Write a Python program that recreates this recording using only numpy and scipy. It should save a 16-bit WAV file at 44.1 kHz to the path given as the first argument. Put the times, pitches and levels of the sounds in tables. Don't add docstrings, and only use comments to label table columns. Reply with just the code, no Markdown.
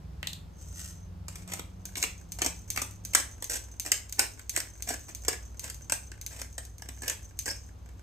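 import sys
import numpy as np
from scipy import signal
from scipy.fft import rfft, irfft
from scipy.io import wavfile
from scipy.ndimage import uniform_filter1d

SR = 44100
rng = np.random.default_rng(int(sys.argv[2]) if len(sys.argv) > 2 else 0)


def pcm_store(signal):
    levels = np.round(np.clip(np.atleast_2d(signal), -1, 1) * 32767)
    wavfile.write(sys.argv[1], SR, levels.astype(np.int16).T)


N = 353682
TIME = np.arange(N) / SR

# start in seconds, length in seconds, level in dB, extra level of dry husks in dB.
TWISTS = [(1.281, .169, -61.5, 4.5), (1.467, .139, -50.5, 2), (1.96, 0.1, -48, 11),
          (2.401, 0.086, -43.5, -8), (2.748, .07, -47.5, 2), (3.141, 0.072, -42.5, 9),
          (3.491, 0.087, -44, 11.5), (3.847, 0.055, -47.5, 7), (4.174, .09, -42, -1.5),
          (4.534, 0.063, -49, 7.5), (4.865, 0.087, -44, 5.5), (5.079, 0.028, -50.5, 3),
          (5.268, 0.081, -49, -8), (5.618, 0.086, -51, 5.5), (5.93, 0.012, -51, 15),
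          (6.301, 0.13, -51.5, 5.5), (6.588, 0.093, -67, 9), (7.019, 0.12, -46, 2.5),
          (7.456, 0.066, -43.5, 7)]
# time in seconds, snap of the husk in dB, knock on the housing in dB,
# thud in the cap in dB, crumbling time constant in seconds.
BURSTS = [(1.2813, -32.5, -47.5, -48, 0.0037), (1.3548, -35, -50, -57, .0045),
          (1.517, -33.5, -41, -49, 0.0052), (1.5341, -26, -43, -44, 0.0026),
          (1.593, -33, -42.5, -42, 0.0022), (1.954, -33.5, -37.5, -59, 0.00073),
          (2.0255, -19, -29, -55, 0.0015), (2.0367, -23, -31, -38.5, .0028), (2.386, -32, -46, -47, .0045),
          (2.417, -18, -28.5, -35.5, 0.0036), (2.4443, -23.5, -45, -40, 0.0052),
          (2.4609, -18.5, -35.5, -37, 0.003), (2.7606, -29, -40, -63, 0.0013),
          (2.773, -24.5, -29.5, -36.5, 0.002), (2.816, -22, -42, -38, 0.0055),
          (3.1334, -28.5, -37.5, -52, 0.0037), (3.148, -8.5, -22.5, -36, 0.0025),
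          (3.168, -33, -39, -43, 0.0028), (3.423, -28.5, -48, -44.5, .0015),
          (3.4968, -26, -43.5, -50, 0.0017), (3.8609, -29, -43, -45, .004),
          (3.9164, -11, -28.5, -42.5, 0.0022), (4.1923, -10, -29, -32, 0.0015),
          (4.2126, -35, -42, -54, 0.0022), (4.3928, -40.5, -50, -59, 0.00084),
          (4.562, -18.5, -32.5, -55, 0.00082), (4.5739, -23, -39.5, -39, 0.00069),
          (4.601, -26, -42.5, -55, 0.0016), (4.8875, -22.5, -40.5, -50, 0.0058),
          (4.9035, -29, -42, -36.5, .0046), (5.248, -35, -49.5, -55, .0016),
          (5.2808, -15, -32, -30.5, .0046), (5.3284, -31, -39.5, -43.5, .0012),
          (5.64, -30, -50, -51.5, 0.0032), (5.6983, -30.5, -50, -61, 0.0037),
          (5.896, -26.5, -39, -46, 0.0026), (5.9204, -15.5, -32, -35.5, 0.0023),
          (6.1159, -39.5, -48.5, -55, 0.0014), (6.415, -30.5, -44.5, -46, 0.0019),
          (6.579, -28.5, -42.5, -44.5, 0.0044), (6.82, -36.5, -50, -50, 0.0014),
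          (6.887, -33.5, -47.5, -48.5, 0.0025), (7.0188, -33, -51, -48.5, 0.0033),
          (7.0786, -21, -43, -46.5, 0.0028), (7.0966, -21, -37, -49, 0.0018),
          (7.4568, -28.5, -52, -65, 0.0024), (7.4781, -30, -39.5, -42, 0.0012)]
# time in seconds, level in dB.
CAP_TICKS = [(1.8536, -21), (2.319, -19.5), (2.7017, -12), (2.9092, -34), (3.0494, -19.5), (3.4417, -18),
             (3.7967, -13), (4.094, -28.5), (4.1238, -17.5), (4.4935, -13.5), (4.8218, -17.5), (4.993, -34),
             (5.1478, -21), (5.5937, -19.5), (5.7437, -28), (6.212, -24), (6.2621, -18), (6.6504, -30.5),
             (6.781, -33), (7.389, -14)]
# time in seconds, contact level in dB, housing level in dB.
PICKUP_KNOCKS = [(0.2269, -23, -33.5), (0.2695, -11, -40), (0.3298, -19, -74)]
# time in seconds, level in dB.
SLIDE_LEVEL = [(0.52, -88), (0.616, -56), (0.71, -60.5), (0.788, -43), (0.882, -49), (1.08, -86)]
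# time in seconds, pitch in Hz, level in dB.
SQUEAL_PATH = [(7.48, 5660, -48), (7.489, 4900, -36), (7.494, 4760, -51), (7.499, 4930, -37),
               (7.508, 5510, -31), (7.516, 5500, -48), (7.53, 5300, -70)]
# frequency in Hz, level in dB.
HUSK_COLOUR = [(1500, -22), (3000, -7.5), (3700, -9.5), (4600, -8), (6000, -2), (7000, -1.5), (8200, 2),
               (9500, -8.5), (12000, -11), (15500, -17)]
CAP_COLOUR = [(140, -33.5), (260, 5.5), (400, 3), (620, 3.5), (850, 1), (1250, 0), (2200, -11), (6000, -45)]
TICK_COLOUR = [(600, -59), (1300, -26.5), (2300, -6.5), (3000, -8.5), (4300, -3.5), (5600, -6.5),
               (7000, -0.5), (9500, -2.5), (12000, -7), (16000, -11)]
# multiple of its pitch, level in dB, 60 dB decay time in seconds.
HOUSING_MODES = [(.66, -6, 0.0034), (.85, 1, 0.0046), (1, 1, .01), (1.14, 1, 0.0056), (1.36, 1.5, 0.0069),
                 (1.6, -0.5, 0.0025)]
# frequency in Hz, level in dB, 60 dB decay in seconds.
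JAR_MODES = [(5920, -6.5, 0.027), (6170, 0, 0.04), (6240, 1, 0.038), (6490, 1, 0.017), (15150, -11, .03)]
MILL_MODES = [(2600, -1, 0.0048), (3330, -2, 0.0087), (3690, 2.5, 0.012), (4300, 0, 0.0068),
              (6460, -3.5, 0.008), (7200, -3.5, 0.0048)]
# start in seconds, end in seconds, shaft speed at the start in Hz,
# rise in Hz per second, level in dB, tilt in dB per order.
ENGINE_PULLS = [(-.2, 3.25, 20.2, 1.5, -47, -.5), (4.401, 8.3, 18.9, .7, -51, -2.5)]
# multiples of the shaft speed, then the strength of each in dB.
ENGINE_ORDERS = (3, 4, 7, 8, 9)
ORDER_LEVELS = (0, -0.5, -2.5, -0.5, -3)
# frequency in Hz, gain in dB.
WALL_GAIN = [(55, 4), (60, 4.5), (72, -17.5), (82, -1), (90, 3), (94, 0.5), (99, -1), (125, -13), (141, 6),
             (149, -5.5), (168, -3), (182, 2.5), (192, -10.5), (220, -22)]
# frequency in Hz, level in dB.
RUMBLE_COLOUR = [(20, -20), (36, -19), (50, -3), (65, 2), (90, -13), (120, -17), (180, -20.5), (260, -22.5),
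                 (450, -29), (900, -33.5), (2000, -42.5), (5000, -46.5), (15000, -56.5)]
# time in seconds, level in dB.
RUMBLE_DRIFT = [(0, 1.5), (.9, 0.5), (1.7, 0.5), (3.1, 0.5), (4.6, -1.5), (5.7, 1), (6.7, -2.5),
                (8.02, 0.5)]
# frequency in Hz, mid gain in dB.
CENTRE_GAIN = [(9200, 0), (10000, -14), (11200, 1), (14800, 1), (15500, -11)]
# frequency in Hz, side gain in dB.
SIDE_GAIN = [(50, -20), (125, -4.5), (250, -6.5), (500, -2), (1000, 2.5), (2000, -4), (4000, -5.5),
             (5700, 1.5), (7000, -6.5), (8400, -2.5), (10000, 2), (11400, -0.5), (13000, -6), (14300, 5),
             (15300, 1)]

LOOSE_HZ, FIRM_HZ, GRIP_S = 2170, 1682, 3.14
SWING_LEAD_S, SWING_S, SWING_DB = 0.027, 0.056, -37
RELEASE_LAG_S, RELEASE_S, RELEASE_DB = 0.073, 0.069, -35.5
HUM_HZ, HUM_DB = 99.6, -54.5
PORT_LAG_MS, TOP_HZ = 0.15, 15550


def undb(db):
    return 10 ** (np.asarray(db) / 20)


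def unit(x):
    return x / np.sqrt(np.sum(x ** 2) + 1e-18)


def add(track, s, x):
    i = max(round(s * SR), 0)
    track[i:i + len(x)] += x[:len(track) - i]


def curves(table):
    s, *columns = np.transpose(table)
    return [np.interp(TIME, s, column) for column in columns]


def gains(points, size):
    hz, db = np.transpose(points)
    bin_hz = np.arange(size // 2 + 1) * SR / size
    return undb(np.interp(np.log(bin_hz + 1), np.log(hz), db))


def colour(points, size=2048):
    cepstrum = irfft(np.log(gains(points, size)))
    cepstrum[1:size // 2] *= 2
    cepstrum[size // 2 + 1:] = 0
    return unit(irfft(np.exp(rfft(cepstrum))))


def ring(modes, pitch=1, size=2048):
    t = TIME[:size]
    out = np.zeros(size)
    for k, (ratio, db, t60) in enumerate(modes):
        decay = undb(db - 60 * t / t60)
        out += (-1) ** k * decay * np.sin(2 * np.pi * pitch * ratio * t)
    return unit(out)


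def grains(n, rate, spread_db):
    hit = rng.random(n) < rate / SR
    size = undb(spread_db * np.minimum(rng.exponential(size=n), 4))
    return unit(hit * size * rng.choice([-1, 1], n)) * np.sqrt(n)


def walk(rate):
    k = int(SR / rate)
    steps = np.repeat(rng.standard_normal(N // k + 1), k)
    return uniform_filter1d(uniform_filter1d(steps, k), k)[:N]


def swell(s, half_s):
    return np.maximum(1 - ((TIME - s) / (2 * half_s)) ** 2, 0) ** 2


def through(x, response):
    return signal.fftconvolve(x, response)[:N]


def mill(force, husks_db, housing_db, thud_db, start, seconds):
    grip_hz = LOOSE_HZ if start < GRIP_S else FIRM_HZ
    pitch_hz = grip_hz * (1 + 0.043 * rng.standard_normal())
    husks = undb(husks_db) * unit(signal.fftconvolve(force, colour(HUSK_COLOUR)))
    housing = undb(housing_db) * unit(signal.fftconvolve(force, ring(HOUSING_MODES, pitch_hz)))
    thud = undb(thud_db) * unit(signal.fftconvolve(force, colour(CAP_COLOUR)))
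    return np.sqrt(seconds * SR) * (husks + housing + thud)


def crunch(rate=900, spread_db=3.0, catch_db=3, brittle_db=-3, housing_db=-2, thud_db=-5):
    out = np.zeros(N)
    force = grains(N, rate, spread_db) * undb(catch_db * walk(200))
    for start, length, db, dry_db in TWISTS:
        i, n = int(start * SR), max(int(length * SR), 512)
        push = force[i:i + n] * signal.windows.tukey(n, .25)
        levels_db = db + dry_db + brittle_db, db + housing_db, db + thud_db
        add(out, start, mill(push, *levels_db, start, n / SR))
    return out


def cracks(debris_db=-19, debris_s=0.007, brittle_db=-9, housing_db=-1.0, thud_db=-2,
           delay_s=0.001111, rate=12000, spread_db=2.0):
    out, t = np.zeros(N), TIME[:2048]
    for s, snap_db, knock_db, cap_db, crumble_s in BURSTS:
        burst = grains(len(t), rate, spread_db) * np.exp(-t / crumble_s)
        debris = undb(debris_db) * grains(len(t), 700, 5.4) * np.exp(-t / debris_s)
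        levels_db = snap_db + brittle_db, knock_db + housing_db, cap_db + thud_db
        add(out, s + delay_s, mill(burst + debris, *levels_db, s, .015))
    return out


def crumbs(rate=12, spread_db=1.5, brittle_db=-71, housing_db=-71, thud_db=-72):
    out, start = np.zeros(N), TWISTS[0][0]
    n = N - int(start * SR)
    force = grains(N, rate, spread_db)[:n]
    add(out, start, mill(force, brittle_db, housing_db, thud_db, GRIP_S, n / SR))
    return out


def ticks(tick_db=8, ring_db=3.7, delay_s=.0015):
    out = np.zeros(N)
    tick = undb(tick_db) * colour(TICK_COLOUR) + undb(ring_db) * ring(JAR_MODES)
    for s, level_db in CAP_TICKS:
        add(out, s + delay_s, undb(level_db) * tick)
    return out


def loose_corns(slide_db=-1, slide_ring_db=-31, slide_body_db=-15, tumble_db=-2, patter_db=-5, stir_db=-74):
    flow = undb(curves(SLIDE_LEVEL)[0]) * (TIME > SLIDE_LEVEL[0][0]) * (TIME < SLIDE_LEVEL[-1][0])
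    slide = grains(N, 2500, 6.3) * flow
    motion = np.zeros(N)
    for start, length, db, _ in TWISTS[2:]:
        swing = undb(SWING_DB) * swell(start - SWING_LEAD_S, SWING_S)
        release = undb(RELEASE_DB) * swell(start + length + RELEASE_LAG_S, RELEASE_S)
        motion += np.sqrt(undb(db)) * (swing + release)
    stir = undb(stir_db) * (TIME > TWISTS[0][0])
    tumble = grains(N, 900, 8.3) * (motion + stir)
    patter = through(undb(slide_db) * slide + undb(patter_db) * tumble, colour(HUSK_COLOUR))
    taps = undb(slide_ring_db) * np.sqrt(flow) * grains(N, 900, 5.5)
    glass = through(taps + undb(tumble_db) * tumble, ring(JAR_MODES))
    body = undb(slide_body_db) * through(slide, ring(HOUSING_MODES, 1600))
    return patter + glass + body


def knocks(tap_db=1, ring_db=6, housing_db=24, housing_hz=1950, delay_s=0.0021):
    out = np.zeros(N)
    body = ring(HOUSING_MODES, housing_hz) + undb(-12) * colour(CAP_COLOUR)
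    for s, level_db, body_db in PICKUP_KNOCKS:
        tap = undb(level_db + tap_db) * colour(TICK_COLOUR)
        add(out, s + delay_s, tap + undb(level_db + ring_db) * ring(MILL_MODES))
        add(out, s + delay_s, undb(body_db + housing_db) * body)
    return out


def squeal(rough=0.0365):
    hz, db = curves(SQUEAL_PATH)
    phase = 2 * np.pi * np.cumsum(hz * (1 + rough * walk(1500))) / SR
    sounding = (TIME > SQUEAL_PATH[0][0]) * (TIME < SQUEAL_PATH[-1][0])
    return np.sqrt(2) * np.sin(phase) * undb(db) * sounding


def echoes(near_db=-4, near_s=0.0027, room_db=-5, low_t60=0.32, high_t60=0.26, split_hz=3500, size=16384):
    t = TIME[:size]
    near = unit(grains(size, 6000, 0.98) * np.exp(-t / near_s) * (t > .0015))
    wash = grains(size, 8000, 0.71) * (t > .006)
    low = signal.lfilter(*signal.butter(1, split_hz, fs=SR), wash)
    high = wash - low
    tail = unit(low * undb(-60 * t / low_t60) + high * undb(-60 * t / high_t60))
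    return (t == 0) + undb(near_db) * near + undb(room_db) * tail


def kitchen(x, size=16384):
    hz = np.arange(N + 1) * SR / (2 * N)
    late = np.exp(-2j * np.pi * hz * PORT_LAG_MS / 1000)
    left = irfft(rfft(x, 2 * N) * late)[:N]
    out = np.zeros((2, N))
    for track, port in zip(out, [left, x]):
        for i in range(0, N, size):
            add(track, TIME[i], signal.fftconvolve(port[i:i + size], echoes()))
    return out


def engine(waver_db=4, wobble=0.0063, fade_s=0.16):
    out = np.zeros(N)
    wall_hz, wall_db = np.transpose(WALL_GAIN)
    for start, end, shaft_hz, rise, level_db, tilt_db in ENGINE_PULLS:
        hz = (shaft_hz + rise * (TIME - start)) * (1 + wobble * walk(6.9))
        turn = 2 * np.pi * np.cumsum(hz) / SR
        throttle = np.clip(np.minimum(TIME - start, end - TIME) / fade_s, 0, 1)
        for k, order_db in zip(ENGINE_ORDERS, ORDER_LEVELS):
            db = level_db + order_db + tilt_db * (k - ENGINE_ORDERS[0])
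            db = db + np.interp(k * hz, wall_hz, wall_db) + waver_db * walk(11.0)
            out += throttle * undb(db) * np.sin(k * turn)
    return out


def hum():
    return undb(HUM_DB) * np.sin(2 * np.pi * HUM_HZ * TIME)


def rumble(rumble_db=-45):
    noise = irfft(rfft(rng.standard_normal((2, N))) * gains(RUMBLE_COLOUR, N), N)
    return undb(rumble_db + curves(RUMBLE_DRIFT)[0]) * noise / np.std(noise)


def background(engine_db=-4):
    return np.sqrt(2) * (undb(engine_db) * engine() + hum()) + rumble()


def scene():
    grinding = crunch() + cracks() + crumbs()
    handling = ticks() + loose_corns() + knocks() + squeal()
    return kitchen(grinding + handling) + background()


def record(dry):
    mid = irfft(rfft((dry[0] + dry[1]) / 2) * gains(CENTRE_GAIN, N), N)
    side = irfft(rfft((dry[0] - dry[1]) / 2) * gains(SIDE_GAIN, N), N)
    rounded = .75 * np.tanh(np.array([mid + side, mid - side]) / .75)
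    top_cut = signal.ellip(8, .2, 70, TOP_HZ, fs=SR, output="sos")
    return signal.sosfilt(top_cut, rounded)


dry = scene()
out = record(dry)
pcm_store(out)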